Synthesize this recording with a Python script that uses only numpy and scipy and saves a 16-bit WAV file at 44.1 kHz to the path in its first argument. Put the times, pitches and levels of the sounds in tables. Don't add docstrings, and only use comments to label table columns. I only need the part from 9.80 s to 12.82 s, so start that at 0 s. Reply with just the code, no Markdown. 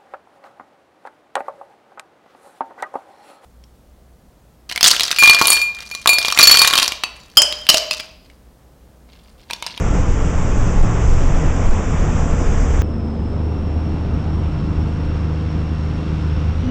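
import sys
import numpy as np
from scipy import signal
from scipy.fft import rfft, irfft
from scipy.io import wavfile
from scipy.ndimage import uniform_filter1d

SR = 44100
rng = np.random.default_rng(int(sys.argv[2]) if len(sys.argv) > 2 else 0)


def dump_mix(stems):
    frames = np.atleast_2d(stems).T
    limited = np.clip(frames, -1, 1)
    pcm = np.round(limited * 32767).astype(np.int16)
    wavfile.write(sys.argv[1], SR, pcm)


def ratio_of_db(decibels):
    return 10 ** (np.asarray(decibels, float) / 20)


N = 133182
T = np.arange(N) / SR
F = np.maximum(np.fft.rfftfreq(N, 1 / SR), 1)

# [f/Hz, level/dB per Hz]
ROAR = [(2, -12.5), (30, -4), (60, -11.5), (170, -18), (350, -23.5), (930, -29), (2400, -40.5), (4600, -53)]
# [f/Hz, width/Hz, gain/dB]
CABIN_MODES = [(49.44, 12, 3.5), (164, 46, 2.5), (254.4, 32, 2.5), (291.8, 30, 4), (479, 98, 3),
               (876, 45, 2), (937, 70, -3), (1090, 170, 1.5), (1330, 89, 2.5), (2420, 330, 1),
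               (2570, 59, 1.5)]
# [t/s, level/dB]
GUST = [
    (0, 0.5),
    (.4, 0),
    (.8, 0.5),
    (1.2, 0),
    (1.6, 1),
    (2.1, -.5),
    (2.35, 0),
    (2.7, 0),
    (3.02, -1.5),
]
# [t/s, f/Hz, peak level/dB]
SLAPS = [(0.016, 93, -23), (0.04, 49.7, -15), (0.091, 64, -19), (0.25, 64, -14), (0.363, 63.7, -18),
         (0.408, 198, -25.5), (0.52, 198, -22.5), (0.676, 182.1, -22), (0.699, 229, -22),
         (0.898, 154.2, -19), (0.927, 132, -20.5), (0.995, 64.5, -16), (1.045, 296, -19.5),
         (1.065, 91, -17.5), (1.26, 63.7, -16), (1.486, 307, -26), (1.505, 138, -17), (1.55, 53.1, -18),
         (1.554, 98.4, -21), (1.615, 152, -16), (1.637, 305, -21.5), (1.683, 153, -20.5),
         (1.853, 45, -12.5), (1.889, 237, -22.5), (1.915, 53.5, -19.5), (1.934, 238, -20),
         (1.981, 81.5, -15.5), (2.106, 99, -14), (2.13, 54.9, -19.5), (2.143, 154, -16),
         (2.231, 195, -16.5), (2.242, 52.8, -22.5), (2.252, 90.1, -17.5), (2.263, 151, -15.5),
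         (2.353, 152.2, -18.5), (2.379, 198, -18), (2.429, 231.7, -23.5), (2.428, 153, -19.5),
         (2.466, 257, -18), (2.518, 196.3, -20), (2.543, 198, -20), (2.588, 153.3, -16),
         (2.615, 293, -14.5), (2.683, 54.6, -19), (2.726, 216, -16.5), (2.834, 233, -18.5),
         (2.907, 70, -16.5), (2.98, 301.8, -25.5), (3.004, 54.2, -19), (3.011, 99, -15.5)]
# [t/s, level/dB]
BUFFET = [(0.0, -26.5), (0.09, -19.5), (0.9, -17), (1.02, -8.5), (1.17, -35.5), (1.29, -13), (1.73, -13),
          (1.79, -27.5), (1.89, -7.5), (2.07, -23.5), (2.53, -14.5), (2.62, -38), (2.68, -14),
          (3.02, -27.5)]
# [t/s, f/Hz, level/dB]
THROB = [
    (0, 28.24, -26.5),
    (.4, 28.42, -17),
    (.8, 28.23, -19.5),
    (1.2, 27.65, -20.5),
    (1.55, 28.1, -19.5),
    (1.9, 28.68, -29),
    (2.4, 28.3, -25.5),
    (2.75, 28.11, -20),
    (3.02, 28.91, -19),
]
# [t/s, f/Hz, level/dB]
ENGINE = [
    (0, 77.67, -28),
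    (1.4, 77.85, -29),
    (1.8, 81.8, -24.5),
    (2.05, 79, -26.5),
    (2.3, 77.26, -22),
    (2.6, 76.18, -25),
    (2.85, 73.08, -21),
    (3.02, 71.9, -21.5),
]
# [multiple of firing rate, level/dB]
ENGINE_ORDERS = [
    (.5, 4),
    (1, 0.5),
    (1.5, -14),
    (2, -13),
]
# [t/s, f/Hz, level/dB]
PANEL = [
    (0, 22.27, -26),
    (.4, 22.25, -26),
    (1.2, 22.17, -25),
    (1.55, 21.97, -27.5),
    (1.9, 21.91, -34),
    (2.3, 21.25, -31),
    (3.02, 21.15, -31),
]
# [multiple of drumming rate, level/dB]
PANEL_ORDERS = [(2, -1), (3, 1.5), (4, -13), (5, -1), (6, -10), (7, -14), (8, -6.5)]
# [f/Hz, level/dB per Hz]
LEAK = [(3800, -26.5), (4600, -12), (5200, -7.5), (5900, -2), (6800, -3), (7300, -1), (7700, -0.5),
        (8000, -2)]


def col(table, index):
    rows = np.array(table)
    return np.interp(T, rows[:, 0], rows[:, index])


def level(x, db):
    return x * ratio_of_db(db) / np.sqrt(np.mean(x ** 2))


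def walk(rate_hz):
    hold = int(SR / rate_hz)
    steps = np.repeat(rng.standard_normal(N // hold + 1), hold)
    slewed = uniform_filter1d(uniform_filter1d(steps, hold), hold)
    return level(slewed[:N], 0)


def colour(table):
    hz, db = np.array(table).T
    return np.interp(np.log(F), np.log(hz), db, -120, -120)


def air(db, lo_hz, hi_hz, flicker_db, swell_db):
    spectrum = rfft(rng.standard_normal(N)) * ratio_of_db(db)
    third_octave = 3 * np.log2(F)
    out = 0
    for centre in np.arange(np.floor(3 * np.log2(lo_hz)), 3 * np.log2(hi_hz) + 1):
        share = np.clip(1 - abs(third_octave - centre), 0, 1)
        out = out + ratio_of_db(swell_db + flicker_db * walk(15)) * irfft(spectrum * share, N)
    return out


def stack(table, orders, jitter, rough_db, lift=0):
    turn = 2 * np.pi * np.cumsum(col(table, index=1) * (1 + jitter * walk(4))) / SR
    db = col(table, index=2)
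    out = 0
    for order, gain_db in orders:
        load_db = lift * (db - db.max()) if order < 1 else 0
        swell = np.sqrt(2) * ratio_of_db(db + gain_db + rough_db * walk(3) + load_db)
        out = out + swell * np.sin(order * turn + 2 * np.pi * rng.random())
    return out


def slipstream():
    db = colour(ROAR)
    for hz, width_hz, gain_db in CABIN_MODES:
        db = db + gain_db * np.exp(-2 * ((F - hz) / width_hz) ** 2)
    flutter_db = .6 * walk(40)
    return level(air(db, 2, 4600, .6, .6 * col(GUST, index=1) + flutter_db), -17.5)


def slaps():
    cycles, trim_db = 1.05, -0.5
    out = 0
    for start, hz, db in SLAPS:
        turns = (T - start) * hz
        swell = ratio_of_db(db + trim_db) * np.exp(-.5 * (turns / cycles) ** 2)
        out = out + swell * np.sin(2 * np.pi * (turns + rng.random()))
    return out


def buffet():
    pitch_hz = 18.5 * (1 + .05 * walk(4.6))
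    throb = np.sqrt(2) * np.sin(2 * np.pi * np.cumsum(pitch_hz) / SR)
    ratio = F / 19
    rumble = irfft(rfft(rng.standard_normal(N)) * ratio ** 2 / (1 + ratio ** 5), N)
    first = ratio_of_db(col(BUFFET, index=1)) * level(throb + level(rumble, -6.5), -1)
    second = stack(THROB, [(1, 0)], jitter=.015, rough_db=1.5)
    return first + second


def engine():
    return stack(ENGINE, ENGINE_ORDERS, jitter=.004, rough_db=1.5, lift=1.5)


def panel():
    return stack(PANEL, PANEL_ORDERS, jitter=.002, rough_db=1.7)


def leak():
    swell_db = 0.46 * col(GUST, index=1) + .7 * walk(14)
    return level(air(colour(LEAK), 3800, 8000, 0.43, swell_db), -40)


def scene():
    return (slipstream() + slaps() + buffet() + engine() + panel() + leak())[None]


def compand(x):
    full_scale = .705
    size = np.minimum(abs(x) / full_scale * 8192, 8158) + 33
    step = 2 ** (np.floor(np.log2(size)) - 4)
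    middle = (np.floor(size / step) + .5) * step
    return np.sign(x) * (middle - 33) / 8192 * full_scale


def band_limit(x):
    return signal.sosfilt(signal.butter(12, 15700, fs=SR, output="sos"), x)


def record(dry):
    port_hz, port_width_hz, port_db = 4186, 550, -15
    dip_db = port_db * np.exp(-2 * ((F - port_hz) / port_width_hz) ** 2)
    mic = irfft(rfft(dry) * ratio_of_db(dip_db), N)
    soft = np.tanh(.95 * mic) / .95
    stored = compand(signal.resample_poly(soft, 160, 441, axis=1, padtype="reflect"))
    taps = signal.firwin(40 * 441 + 1, 1.01 / 441, window=("kaiser", 9.5))
    wide = signal.resample_poly(stored, 441, 160, axis=1, window=taps, padtype="reflect")[:, :N]
    treble = np.clip(F / 4000 - 2.7, 0, 1)
    grit = irfft(rfft(wide * rng.standard_normal(N)) * treble, N)
    return band_limit(wide + ratio_of_db(-90) * grit)


dry = scene()
out = record(dry)
dump_mix(out)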